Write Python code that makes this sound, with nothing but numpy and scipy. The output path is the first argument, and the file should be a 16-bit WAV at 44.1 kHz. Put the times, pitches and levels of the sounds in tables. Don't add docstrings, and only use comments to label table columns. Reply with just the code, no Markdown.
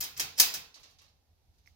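import sys
import numpy as np
from scipy import signal
from scipy.fft import rfft, irfft, next_fast_len
from scipy.io import wavfile
from scipy.ndimage import uniform_filter1d, map_coordinates

SR = 44100
rng = np.random.default_rng(int(sys.argv[2]) if len(sys.argv) > 2 else 0)


def pcm_store(signal):
    levels = np.round(np.clip(np.atleast_2d(signal), -1, 1) * 32767)
    wavfile.write(sys.argv[1], SR, levels.astype(np.int16).T)


def rack_gain(trim_db):
    fader = np.asarray(trim_db, float)
    return 10 ** (fader / 20)


N = 77175

# f/Hz, t60/s
STEEL_T60 = [(200, 0.51), (600, 0.32), (1500, 0.17), (3000, 0.34), (5500, 0.13), (8500, 0.17), (12000, .08),
             (15500, 0.25)]
# f/Hz, likeness/-1..1
STEEL_ALIKE = [(300, 0.7), (700, 0.5), (1400, -0.7), (3000, -0), (7000, 0.2)]
# f/Hz, level/dB
PORTS = [(200, 0), (700, -0.85), (1300, -5), (4500, -1), (8000, 1), (12000, 3.5), (14700, 5.5)]
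# f/Hz, level/dB
GARAGE_PORTS = [(200, -1.5), (700, 0.5), (2400, -5), (4400, -2), (8000, 2), (12000, -0.5), (15000, -0.5)]
# f/Hz, likeness/-1..1
AIR_ALIKE = [(60, 0.8), (180, 0.75), (550, 0.58), (1650, 0.053), (4970, -0.21), (15000, -0.4)]
FAR_PAN_DB = -2
LOW_CUT_HZ = 240


def unit(x):
    return x / np.sqrt(np.mean(x ** 2) + 1e-20)


def along(points, hz):
    f, v = np.transpose(points)
    return np.interp(np.log(hz + 1), np.log(f + 1), v)


def curve(rows):
    return np.interp(np.arange(N) / SR, *np.transpose(rows))


def filtered(x, response):
    m = next_fast_len(x.shape[-1] + 8192)
    spectrum = rfft(x, m) * response(np.fft.rfftfreq(m, 1 / SR))
    return irfft(spectrum, m)[..., :x.shape[-1]]


def sides(db):
    return rack_gain(np.array([db / 2, -db / 2]))


def wobble(rate):
    knots = rng.standard_normal(int(N * rate / SR) + 4)
    return map_coordinates(knots, [np.arange(N) * rate / SR])


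def rush(spectrum, alike, ports):
    def mid_side(hz):
        turn = np.arccos(np.clip(along(alike, hz), -1, 1)) / 2
        return rack_gain(along(spectrum, hz)) * [np.cos(turn), np.sin(turn)]

    mid, side = filtered(rng.standard_normal((2, N)), mid_side)
    left_right = np.array([mid + side, mid - side])
    return unit(filtered(left_right, lambda hz: sides(along(ports, hz))))


def background():
    # f/Hz, level/dB
    air_spectrum = [(150, -27), (220, -4.5), (600, -8.5), (750, -3), (1100, -15), (4300, -16), (8600, -22),
                    (14000, -22)]
    # f/Hz, level/dB
    rumble_spectrum = [(12, -44), (20, -17.5), (77, -2.5), (93, -3), (108, -13.5), (250, -31.5),
                       (320, -59.5), (550, -120)]
    # f/Hz, level/dB
    air_ports = [(60, -1), (240, -0.9), (950, -0.5), (3770, -6), (15000, 4)]
    # t/s, level/dB
    grip = [(0.0, -50), (0.034, -63), (0.072, -69), (0.262, -57), (0.36, -67.5), (0.428, -58.5),
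            (0.526, -69.5), (0.574, -61.5), (0.744, -74), (0.814, -62.5), (0.852, -70), (1.168, -66),
            (1.252, -73), (1.344, -63.5), (1.374, -73), (1.5, -61), (1.524, -66), (1.75, -66)]
    # t/s, level/dB
    shake = [(0, -3), (.6, 0.5), (.75, -14), (1.75, -23)]
    upper_spectrum = [(80, -26.0), (140, -2.0), (260, -21.5), (500, -62.5)]  # f/Hz, level/dB
    rumble = rush(rumble_spectrum, [(50, .8)], air_ports)
    rumble += rack_gain(curve(shake)) * rush(upper_spectrum, [(50, 0.99)], air_ports)
    held = rack_gain(curve(grip) + 0.53 * wobble(7.3)) * rumble
    air = rack_gain(-75 + 0.58 * wobble(4)) * rush(air_spectrum, AIR_ALIKE, air_ports)
    return held + air


def shelves(hz, treble_db, bass_db):
    treble_hz, bass_hz = 8600, 1940
    treble = treble_db / (1 + (treble_hz / (hz + 1)) ** 4)
    bass = bass_db / (1 + (hz / bass_hz) ** 4)
    return rack_gain(treble + bass)


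def contacts(blows, slides):
    count, soft_s = 10, .004
    grit_db, grit_sum_db = 5, -22
    hz = np.transpose(STEEL_T60)[0]
    out = np.zeros((len(hz), N + SR))
    for s, db, treble_db, bass_db, chatter in blows:
        u, size = rng.random(count), rng.standard_normal(count)
        train = np.bincount((2 * u * chatter * SR).astype(int), size * (1 - u) * 0.41)
        train[0] = np.clip(soft_s / chatter, .5, 1)
        push = np.outer(shelves(hz, treble_db, bass_db), train)
        out[:, round(s * SR):][:, :len(train)] += rack_gain(db) * push
    for s, end, first_db, last_db, treble_db in slides:
        grit = unit(rng.standard_normal(4000) * rack_gain(grit_db * rng.exponential(size=4000)))
        n = int(np.clip((end - s) * SR, 9, 4000))
        grains = grit[:n] * rack_gain(np.linspace(first_db, last_db, n) + grit_sum_db)
        out[:, round(s * SR):][:, :n] += np.outer(shelves(hz, treble_db, 0), grains)
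    return out[:, :N]


def dying(pushes, noise, decays, rise_s):
    hz, t60 = np.transpose(decays)
    lag = np.exp(-1 / (rise_s * SR))
    out = np.zeros((2, N))
    for k, push in enumerate(pushes):
        keep = 10 ** (-6 / (t60[k] * SR))
        stored = signal.lfilter([1], [1, -keep], push ** 2)
        energy = signal.lfilter([1 - lag], [1, -lag], stored)
        share = list(zip(hz, np.arange(len(hz)) == k))
        out += np.sqrt(energy) * filtered(noise, lambda f: along(share, f))
    return out


def uneven(x):
    mode_db, mode_hz = 3, 46.51
    knots = rng.standard_normal(2000)
    return filtered(x, lambda hz: rack_gain(mode_db * map_coordinates(knots, [hz / mode_hz])))


def clear_modes(pushes):
    # f/Hz, level/dB, t60/s
    bolt_modes = [(253.5, -23, 0.49), (345, -18, 0.27), (628.6, -12.5, 0.067), (942, -14.5, 0.16),
                  (1701, -5.5, 0.092), (2100, -7, 0.0807), (3232, -3.5, 0.15), (4948, -8.5, 0.35),
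                  (5165, 12.5, 0.015), (5520, -1, .11), (6530, -7, 0.071), (7400, 4.5, 0.034),
                  (12100, -4.5, .06)]
    # f/Hz, level/dB, t60/s
    shrill = [(14650, -8, .07)]
    bolt_db, low_mode_hz = -10, 400
    bands = np.log(np.transpose(STEEL_T60)[0])
    out = np.zeros((2, N))
    for hz, db, t60 in bolt_modes + shrill:
        push = pushes[np.argmin(abs(bands - np.log(hz)))]
        pole = 10 ** (-3 / (t60 * SR)) * np.exp(2j * np.pi * hz / SR)
        lead = np.arccos(np.clip(along(STEEL_ALIKE, hz), -1, 1))
        turn = np.exp(1j * np.array([0, lead]))
        if hz < low_mode_hz:
            energy = signal.lfilter([1], [1, -abs(pole) ** 2], push ** 2)
            size = uniform_filter1d(np.sqrt(energy), size=200)
            ring = size * np.exp(2j * np.pi * hz * np.arange(N) / SR)
        else:
            ring = signal.lfilter([1], [1, -pole], push)
        out += rack_gain(db + bolt_db) * np.outer(turn * sides(along(PORTS, hz)), ring).imag
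    return out


def steel_sound(pushes, colour, ports, crack_db, wet_db):
    # f/Hz, t60/s
    garage_t60 = [(200, 0.82), (600, 0.61), (1500, 0.44), (3000, 0.43), (5500, 0.36), (8500, 0.31),
                  (12000, 0.27), (15500, 0.26)]
    # f/Hz, level/dB
    garage_colour = [(200, 9), (1500, 3), (4200, 1), (6000, -1), (8000, -6.5), (12000, -4), (14600, -8.5)]
    crack_t60 = [(hz, 0.0088) for hz, _ in STEEL_T60]
    hard = pushes * (abs(pushes) / abs(pushes).max()) ** 0.3
    walls = [(hz, db + along(garage_colour, hz)) for hz, db in colour]
    crack = dying(hard, rush(colour, STEEL_ALIKE, ports), crack_t60, .00005)
    ringing_noise = unit(uneven(rush(colour, STEEL_ALIKE, ports)))
    ringing = dying(pushes, ringing_noise, STEEL_T60, .0005)
    garage_noise = unit(uneven(rush(walls, AIR_ALIKE, GARAGE_PORTS)))
    garage = dying(pushes, garage_noise, garage_t60, .02)
    x = rack_gain(crack_db) * crack + ringing + rack_gain(wet_db) * garage
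    return signal.sosfilt(signal.butter(3, LOW_CUT_HZ, "high", fs=SR, output="sos"), x)


def bolt():
    # t/s, level/dB, treble/dB, bass/dB, chatter/s
    blows = [(.0082, -30.5, 1.5, -8.5, 0.003), (.012, -30.5, -12, -2.5, 0.0022),
             (.020, -32, -21, 0.5, 0.0052), (.026, -28.5, -10, 0, 0.0054), (.0385, -31.5, 5.5, -1, 0.0041),
             (.043, -34, -3, 0, 0.0037), (.1645, -49.5, -4.5, 0, .002), (.167, -36.5, -17.5, -4, 0.0025),
             (.1705, -39.5, -12.5, -3.5, 0.00093), (.1755, -36, 3.5, 5.5, 0.001),
             (.191, -40, -10, -4, .002), (.1964, -28, 1, -2, 0.0015), (.1975, -22, 0, 2.5, .0012),
             (.2003, -25.5, -4.5, 0, 0.0018), (.2035, -25.5, -8, -3.5, 0.0012),
             (.216, -31, -11, -1.5, 0.0022), (.3825, -29.5, 2, -3.5, 0.003),
             (.3875, -25.5, 1, -3.5, 0.0024), (.391, -27, -3.5, -5.5, 0.0017),
             (.3985, -14, 5, -11, 0.00052), (.3996, -14, 2.5, -8, 0.00051), (.4014, -13, 4, -3, 0.0012),
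             (.4038, -17.5, 2, 0, 0.0016), (.409, -20.5, -3, -4, 0.0028), (.418, -22, 0, -2, 0.0032),
             (.5378, -35, -11, -17, 0.0012), (.5391, -28.5, 5.5, -15, 0.0017),
             (.5412, -28, -11, -6, 0.0018), (.546, -30.5, -10, -2, .003), (.552, -30.5, -8, 3, 0.0037)]
    # start t/s, end t/s, first level/dB, last level/dB, treble/dB
    slides = [
        (.0042, .008, -39.5, -30, 18),
        (.008, 0.063, -40, -42, -18),
        (0.1742, 0.188, -44, -41.5, 0),
        (0.352, 0.38, -55.5, -45, -8.5),
        (0.376, 0.398, -27.5, -26, 2),
    ]
    # f/Hz, level/dB
    steel = [(230, -31), (600, -16.5), (2000, -7), (3600, -7), (5300, -2), (8300, -6), (12000, -9.5),
             (14700, -7.5)]
    pushes = contacts(blows, slides)
    dense = steel_sound(pushes, steel, PORTS, crack_db=10, wet_db=-13)
    clear = filtered(clear_modes(pushes), lambda hz: 1 / (1 + (LOW_CUT_HZ / 2 / (hz + 1)) ** 4))
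    return rack_gain(-6.5) * (dense + clear)


def rattles():
    # t/s, level/dB, treble/dB, bass/dB, chatter/s
    knocks = [(.742, -36.5, -7, -23, 0.0094), (.758, -48, 5.5, 12.5, 0.0063), (.832, -39.5, -8, -13, 0.003),
              (.838, -42.5, -5, 3, 0.0086), (.986, -47, -5, -12, 0.003), (.991, -46, -7, -1.5, 0.0076),
              (1.013, -52.5, 12, 9, 0.01), (1.04, -53, -10, -4.5, 0.0041), (1.062, -62, -4, -5, .004),
              (1.082, -57.5, -4, -10, .006), (1.583, -64, 6.5, -6, 0.003), (1.61, -78, 16, 0, .002),
              (1.66, -68, 5.5, 2, 0.003), (1.665, -70.5, 22.5, -0.5, 0.0018),
              (1.682, -73.5, 20.5, 1.5, 0.003)]
    # start t/s, end t/s, first level/dB, last level/dB, treble/dB
    rubs = [
        (0.788, .83, -65, -65, 15),
        (0.858, .975, -62, -69.5, 9.5),
        (1.5, 1.597, -81, -74.5, 7),
        (1.608, 1.678, -81, -63.5, -0.5),
        (1.688, 1.74, -72, -82, 9),
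    ]
    # f/Hz, level/dB
    far_steel = [(200, -22), (500, -12.5), (1100, -6.5), (2500, -6.5), (4300, -1), (6000, -2),
                 (8500, -13.5), (15000, -19)]
    ports = [(hz, db + FAR_PAN_DB) for hz, db in GARAGE_PORTS]
    return rack_gain(-10.5) * steel_sound(contacts(knocks, rubs), far_steel, ports, crack_db=-5, wet_db=-8)


def tick():
    # t/s, level/dB, f/Hz, t60/s
    clicks = [(1.6602, -55.5, 2300, 0.0089), (1.6605, -59, 4150, 0.0048), (1.6699, -62.5, 5200, 0.014),
              (1.6745, -47, 2110, 0.015), (1.6753, -60.5, 5490, 0.01), (1.661, -57, 5800, .003),
              (1.6665, -62, 13490, .003), (1.681, -63, 12000, .003), (1.687, -65, 14500, .003),
              (1.019, -63.5, 2720, 0.053), (1.064, -69, 4260, .03), (1.081, -69, 4270, 0.039)]
    # delay t/s, level/dB
    echoes = [
        (.006, -18),
        (.011, -14),
        (.021, -17),
        (.033, -27),
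    ]
    x, t = np.zeros(N + SR), np.arange(SR // 10) / SR
    for s, db, hz, t60 in clicks:
        onset = 1 - np.exp(-t / 0.0003)
        x[round(s * SR):][:len(t)] += rack_gain(db - 60 * t / t60) * np.sin(2 * np.pi * hz * t) * onset
    direct = x[:N]
    walls = sum(rack_gain(db) * np.roll(direct, round(s * SR)) for s, db in echoes)
    return direct * sides(-17.5)[:, None] + walls * sides(FAR_PAN_DB)[:, None]


def scene():
    return bolt() + rattles() + tick() + background()


def band_limit(x):
    return signal.sosfilt(signal.butter(12, 16630, fs=SR, output="sos"), x)


def record(dry):
    # f/Hz, level/dB
    mic_left = [(3300, -2.5), (4300, -4), (6400, 1), (7600, -3.5), (9200, -5), (12000, 2), (14600, 1.5),
                (16000, -8.5)]
    # f/Hz, level/dB
    mic_right = [(3300, -2.5), (4250, 1.5), (6200, 1.5), (7200, -4), (9200, -2.5), (11800, 4), (13500, -6),
                 (16000, -4.5)]
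    top_hz = 15900

    def ports(hz):
        colour = rack_gain([along(mic_left, hz), along(mic_right, hz)])
        return colour / (1 + (hz / top_hz) ** 240)

    return band_limit(filtered(dry, ports))


dry = scene()
out = record(dry)
pcm_store(out)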